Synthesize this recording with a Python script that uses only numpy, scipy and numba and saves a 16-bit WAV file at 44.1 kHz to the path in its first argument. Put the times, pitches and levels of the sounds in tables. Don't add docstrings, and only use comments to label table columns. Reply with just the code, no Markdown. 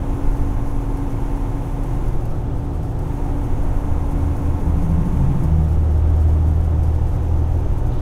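import sys
import numpy as np
from scipy import signal
from scipy.fft import rfft, irfft, next_fast_len
from scipy.io import wavfile
from numba import njit

SR = 44100
rng = np.random.default_rng(int(sys.argv[2]) if len(sys.argv) > 2 else 0)


def generate_wav(signal):
    frames = np.transpose(np.atleast_2d(signal))
    scaled = np.clip(frames, -1, 1) * 32767
    pcm = np.round(scaled).astype(np.int16)
    wavfile.write(sys.argv[1], SR, pcm)


N = 353241
CYLINDERS = 6
# (time [s], firing rate [Hz])
FIRING_RATE = [(0, 76.2), (1.5, 75.9), (3, 77), (5.35, 77), (6, 77.7), (6.5, 78.45), (7, 78.8), (8, 79.75)]


def undb(db):
    return 10 ** (np.asarray(db) / 20)


def level(x, db):
    return x * undb(db) / np.sqrt(np.mean(x ** 2))


def curve(table):
    times, values = np.transpose(table)
    return np.interp(np.arange(N) / SR, times, values)


def ramp(at_s, length_s):
    return np.clip(.5 + (np.arange(N) / SR - at_s) / length_s, 0, 1)


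def passing(peak_s, half_s, db):
    return undb(db) / (1 + ((np.arange(N) / SR - peak_s) / half_s) ** 2)


@njit
def lag(target, rise_s, fall_s):
    out, now = np.empty(len(target)), target[0]
    for i in range(len(target)):
        now += (target[i] - now) / (SR * (rise_s if target[i] > now else fall_s))
        out[i] = now
    return out


def walk(rate):
    steps = rng.standard_normal(4096)
    return level(np.interp(np.arange(N) / SR * rate, np.arange(len(steps)), steps), 0)


def turns(hz):
    return np.cumsum(hz) / SR


def tone(cycles):
    return np.sqrt(2) * np.sin(2 * np.pi * (cycles + rng.random()))


def pulse(cycles):
    return -np.sqrt(2) * np.cos(2 * np.pi * cycles)


def noise():
    return rng.standard_normal(N)


def colour(x, points):
    size = next_fast_len(N)
    hz, db = np.transpose(points)
    bin_hz = np.maximum(np.arange(size // 2 + 1) * SR / size, 1)
    gain = undb(np.interp(np.log(bin_hz), np.log(hz), db))
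    return level(irfft(rfft(x, size) * gain, size)[:N], 0)


def resonance(hz, width_hz):
    b, a = signal.iirpeak(hz, hz / (1.5 * width_hz), fs=SR)
    return level(signal.lfilter(b, a, signal.lfilter(b, a, noise())), 0)


def cab(x, t60_s, wet):
    t = np.arange(SR // 8) / SR
    echoes = rng.standard_normal(len(t)) * undb(-60 * t / t60_s)
    response = wet * echoes / np.linalg.norm(echoes)
    response[0] += 1
    return level(signal.fftconvolve(x, response)[:N], 0)


def drone(cycle, brake):
    # (multiple of the cycle rate, level braking [dB], level rolling free [dB])
    lines = [(2, -32, -31), (2.83, -25.5, -29.5), (3, -39, -46), (4, -35, -32.5), (7, -42, -38),
             (8, -41, -45), (8.48, -34.5, -38.5), (9, -39, -30.5), (10, -35, -40), (13, -52, -52),
             (15, -55, -47), (17, -52, -52), (18, -42.5, -48.5), (19.77, -49, -54), (20, -52, -57),
             (22.6, -49, -51), (24, -54, -50), (26, -52, -50), (27, -49.5, -48), (28.25, -51, -51),
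             (29, -52, -64), (30, -60, -50), (32, -52, -59), (34, -55, -57), (36, -55, -53), (38, -50, -53),
             (39, -55, -68), (40, -55, -61), (44, -58, -59), (45, -56, -60), (46, -57, -68), (54, -62, -57),
             (56, -56, -56), (57, -52.5, -53), (60, -57, -59), (63, -62, -57), (64, -57, -60),
             (66, -56, -58), (68, -58, -64), (69, -54, -55.5), (70, -54.5, -63), (71, -58, -68),
             (72, -54, -61), (75, -58, -70), (79, -62, -68), (84, -59, -70), (144, -68, -72),
             (165, -70, -85)]
    # (frequency [Hz], width [Hz], lift [dB])
    stiff_panels = [(120, 4, 4.5), (359, 7, 7), (886, 9, 4.5)]
    tilt_db_per_octave = -0.02 - 0.04 * brake
    cycle_hz = curve(FIRING_RATE) / CYLINDERS
    out = 0
    for multiple, braking_db, free_db in lines:
        db = free_db + brake * (braking_db - free_db) + walk(4)
        singing_db = sum(lift_db / (1 + ((multiple * cycle_hz - hz) / (width / 2)) ** 2)
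                         for hz, width, lift_db in stiff_panels)
        gain = undb(db + singing_db + tilt_db_per_octave * np.log2(multiple))
        stray = (rng.random() - .5) * min(multiple / 16, 1)
        out = out + gain * pulse(multiple * cycle + stray)
    return out


def exhaust_boom(cycle, crank_wobble=.03):
    # (time [s], level [dB])
    firing_levels = [(0, -36), (.6, -28), (1.1, -53), (2.2, -37), (2.6, -28.5), (3.15, -31.5), (3.9, -26.5),
                     (4.9, -23.5), (5.38, -29.5), (5.53, -13), (5.68, -18.5), (6.3, -14), (7, -19),
                     (7.12, -24), (7.27, -17.5), (7.58, -19.5), (7.78, -26.5), (8.01, -31)]
    # (time [s], level [dB])
    overtone_levels = [(0, -51), (1, -40.5), (2, -33), (2.7, -36.5), (3.1, -34), (3.6, -40), (4.1, -37),
                       (6.2, -38), (6.5, -30.5), (7.2, -35), (7.5, -48)]
    beats = CYLINDERS * cycle + crank_wobble * np.sin(2 * np.pi * cycle)
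    firing = undb(curve(firing_levels) + 0.37 * walk(6.8)) * pulse(beats)
    overtone = undb(curve(overtone_levels) + walk(3.12)) * pulse(2 * beats)
    return firing + overtone


def engine_brake(cycle, brake, clatter_db=-48, hiss_db=-45.5, puff_depth=0.32, idle_share=0.66):
    # (frequency [Hz], level [dB])
    clatter_spectrum = [(100, -24), (400, 3), (650, -7), (800, 6), (1060, -1.5), (1300, -2), (2200, -15.5),
                        (4000, -19), (8000, -33)]
    # (frequency [Hz], level [dB])
    hiss_spectrum = [(300, 1), (600, -15), (880, 8), (1300, -8), (1900, -8.5), (3400, -19), (4500, -47),
                     (5500, -23.5), (6500, -16), (7600, -22), (11000, -22.5), (13600, -30), (14300, -26),
                     (14850, -17), (15400, -27)]
    puff = 1 - puff_depth + puff_depth * np.exp(-(CYLINDERS * cycle % 1) / 0.4)
    pattern = rng.standard_normal(4096)
    knocks = np.interp(cycle % 1, np.linspace(0, 1, len(pattern)), pattern) * puff
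    valve_force = idle_share + (1 - idle_share) * brake
    clatter = colour(knocks, clatter_spectrum) * valve_force
    air = cab(noise() * puff, t60_s=0.086, wet=1.0)
    hiss = colour(air + 0.25 * knocks, hiss_spectrum)
    pressure = lag(brake, rise_s=0.017, fall_s=.14)
    return undb(clatter_db) * clatter + pressure * undb(hiss_db) * hiss


def gears(cycle, brake, teeth=83, whine_db=-49.5):
    load = lag(brake, rise_s=0.66, fall_s=.02)
    whine = load * undb(whine_db + .7 * walk(2.56)) * tone(teeth * cycle)
    flare = passing(peak_s=4.07, half_s=0.13, db=-47.5) * tone(79.3 * cycle)
    return brake * (whine + flare)


def turbo(brake, free_hz=8130, braking_hz=10235, slow_db=-73.5, full_db=-67, flutter=0.00198):
    spin = lag(brake, rise_s=1.0, fall_s=.29)
    hz = free_hz + spin * (braking_hz - free_hz)
    blades = tone(turns(hz * (1 + flutter * walk(70))))
    db = slow_db + brake * np.sqrt(spin) * (full_db - slow_db) + walk(16)
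    whistle = level(blades * (1 + walk(260)), 0)
    fade = np.minimum(spin / .05, 1)
    return fade * undb(db) * whistle


def panel_hum(cycle, multiple=22):
    # (time [s], level [dB])
    hum_levels = [(0, -33), (.9, -32.5), (1.7, -34), (2.0, -40), (2.3, -44), (2.5, -36.5), (2.9, -39),
                  (3.4, -32), (3.75, -35), (4.1, -32), (4.7, -33), (5.05, -38), (5.35, -36), (5.8, -46),
                  (6.2, -40), (8.01, -39)]
    return undb(curve(hum_levels) + walk(7.1)) * tone(multiple * cycle)


def road(rush_db=-27, rumble_top_hz=62.5):
    # (time [s], gain [dB])
    wind = [(0, -1), (2.5, -1.5), (3.6, -2), (4.9, -0.5), (5.7, 0), (6.4, -0.5), (7.2, 0.5), (8.01, -1)]
    # (frequency [Hz], level [dB])
    rush_spectrum = [(8, -14), (50, -6.5), (70, -5.5), (130, -8), (220, -19.5), (430, -25.5), (640, -25.5),
                     (820, -26), (1100, -33.5), (2000, -44), (3500, -50.5), (4400, -59.5), (6000, -54.5),
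                     (11000, -64), (15500, -66)]
    # (time [s], level [dB])
    surface = [(0, -38.5), (1, -44), (1.8, -43), (2.3, -37), (3, -41), (3.6, -37), (5.4, -41.5), (5.9, -39),
               (7.2, -42), (8.01, -38)]
    # (frequency [Hz], level [dB])
    roar_spectrum = [(100, -27), (200, 1), (330, 4), (480, -5), (600, -1), (760, -21), (950, -14),
                     (1300, -12), (2000, -35), (4000, -45), (8000, -62)]
    # (frequency [Hz], width [Hz], level [dB])
    cab_modes = [(14.05, 8.9, -23.5), (25.5, 4.8, -34.5), (40, 9, -34), (49, 11.6, -36.5),
                 (279.2, 25, -44.5), (338, 30, -45.5), (420.3, 13.4, -51.5), (495.5, 40, -50.5),
                 (742, 27, -51.5)]
    # (time [s], gain [dB])
    bumps = [(0, 5), (1.55, -5), (1.8, -19), (2.05, 6), (2.7, -11.5), (3.2, -3), (3.5, 2), (4.2, 2),
             (4.65, 0), (5.15, 1.5), (5.7, 0), (6.25, -8), (7, 0.5), (7.7, 3.5), (8.01, 2)]
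    rush = undb(rush_db + curve(wind) + 0.5 * walk(4)) * colour(noise(), rush_spectrum)
    roar = undb(curve(surface)) * colour(noise(), roar_spectrum)
    hollows = sum(undb(db) * resonance(hz, width) for hz, width, db in cab_modes)
    inside = rush + roar + hollows
    deep = signal.sosfiltfilt(signal.butter(3, rumble_top_hz, fs=SR, output="sos"), inside)
    return inside + deep * (undb(curve(bumps)) - 1)


def loose_trim(cycle, brake, chatter_db=-61, scatter_db=3.2, settle_cycles=0.78, tick_s=0.0094):
    # (time [s], level [dB])
    ticks = [(.355, -54), (.972, -54), (1.835, -53), (2.081, -51), (2.125, -54), (2.254, -51), (2.829, -56),
             (2.989, -50), (3.438, -56), (4.109, -52), (4.365, -54), (4.42, -55), (4.825, -54), (4.89, -51),
             (5.436, -52), (6.203, -58), (6.455, -59), (6.51, -56), (6.606, -56), (6.709, -58),
             (6.834, -56)]
    # (frequency [Hz], level [dB])
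    chatter_spectrum = [(2500, -24), (4500, -2), (6000, 1), (7400, -3), (8600, 0.5), (10000, 0),
                        (12200, 0.5), (13300, -6), (14400, -3.5), (16000, -16)]
    t = np.arange(N) / SR
    since_jolt = (cycle + 0.031 * walk(15)) % 1
    jolts = 1 + 0.44 * np.exp(-since_jolt / settle_cycles)
    shake_db = 0.5 * brake + scatter_db * np.minimum(walk(48), 1.6)
    force = level(undb(shake_db) * jolts, chatter_db)
    for at_s, db in ticks:
        age = np.maximum(t - at_s, 0)
        force = force + undb(db - 1) * (t > at_s) * np.exp(-age / tick_s)
    grainy_buzz = noise() * undb(1.5 * walk(480))
    return force * colour(cab(grainy_buzz, t60_s=0.064, wet=0.38), chatter_spectrum)


def hauler_tyres():
    # (time nearest [s], half length [s], level [dB], centre [Hz], width [Hz])
    wheels = [(3.5, 0.91, -45, 767, 130), (4.9, 1, -40, 324, 110)]
    return sum(passing(at_s, half_s, db) * resonance(hz, width) for at_s, half_s, db, hz, width in wheels)


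def hauler(cycle, in_step_s=4.5, tyre_hz=133):
    # (time [s], rate [Hz])
    heard_rate = [(0, 80), (3.6, 80.3), (4.2, 80.35), (4.5, 81.4), (4.85, 81.5), (5.1, 80.7), (5.35, 79.6),
                  (5.55, 78), (5.9, 77.6), (8, 77)]
    # (time [s], half length [s], level [dB])
    swells = [(4.144, 0.045, -33), (4.69, 0.035, -28.5), (4.907, 0.09, -21.5), (5.32, 0.051, -35),
              (5.563, 0.16, -22)]
    # (multiple of its cycle rate, relative level [dB])
    growl_lines = [(11, -5), (13, 2), (14, 1), (15, -5), (17, -13), (18, -11)]
    firing = turns(curve(heard_rate))
    lead = firing - CYLINDERS * cycle
    firing = firing - np.interp(in_step_s, np.arange(N) / SR, lead)
    throb = passing(peak_s=4.75, half_s=0.74, db=-23.5) * pulse(firing)
    note = sum(passing(*swell) for swell in swells) * tone(2 * firing)
    growl = sum(undb(db) * tone(multiple * firing / CYLINDERS) for multiple, db in growl_lines)
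    rumble = undb(-5) * resonance(hz=172, width_hz=37)
    body = passing(peak_s=5.17, half_s=0.37, db=-30.5) * (growl + rumble)
    tyre_drone = tone(turns(tyre_hz * (1 + 0.0075 * walk(20))))
    tyres = passing(peak_s=5.27, half_s=0.098, db=-18.5) * tyre_drone
    return throb + note + body + tyres


def coasting_whine(db=-73):
    return ramp(at_s=6.7, length_s=0.46) * undb(db) * resonance(hz=6180, width_hz=70)


def brake_onset_hiss(db=-53.5, grain_db=3):
    gain = ramp(at_s=7.93, length_s=.12) * undb(db + grain_db * walk(90))
    return gain * resonance(hz=3200, width_hz=1600)


def scene(brake_ramp_s=.14):
    # (time on [s], time off [s])
    brake_spells = [(-1, 2.11), (3, 5.51), (10, 9)]
    brake = sum(ramp(on, brake_ramp_s) - ramp(off, brake_ramp_s) for on, off in brake_spells)
    firing_hz = curve(FIRING_RATE) * (1 + .0004 * walk(14))
    cycle = turns(firing_hz) / CYLINDERS
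    engine = drone(cycle, brake) + exhaust_boom(cycle) + engine_brake(cycle, brake)
    whines = gears(cycle, brake) + turbo(brake) + coasting_whine()
    hum = panel_hum(cycle)
    from_outside = road() + hauler(cycle) + hauler_tyres()
    return (engine + whines + hum + from_outside + loose_trim(cycle, brake) + brake_onset_hiss())[None]


def record(dry, low_cut_hz=10, top_hz=15700, fade_s=.002):
    low_cut = signal.butter(2, low_cut_hz, "high", fs=SR, output="sos")
    high_cut = signal.ellip(12, .1, 80, top_hz, fs=SR, output="sos")
    fades = signal.windows.tukey(N, 2 * fade_s * SR / N)
    return signal.sosfilt(high_cut, signal.sosfilt(low_cut, dry) * fades)


dry = scene()
out = record(dry)
generate_wav(out)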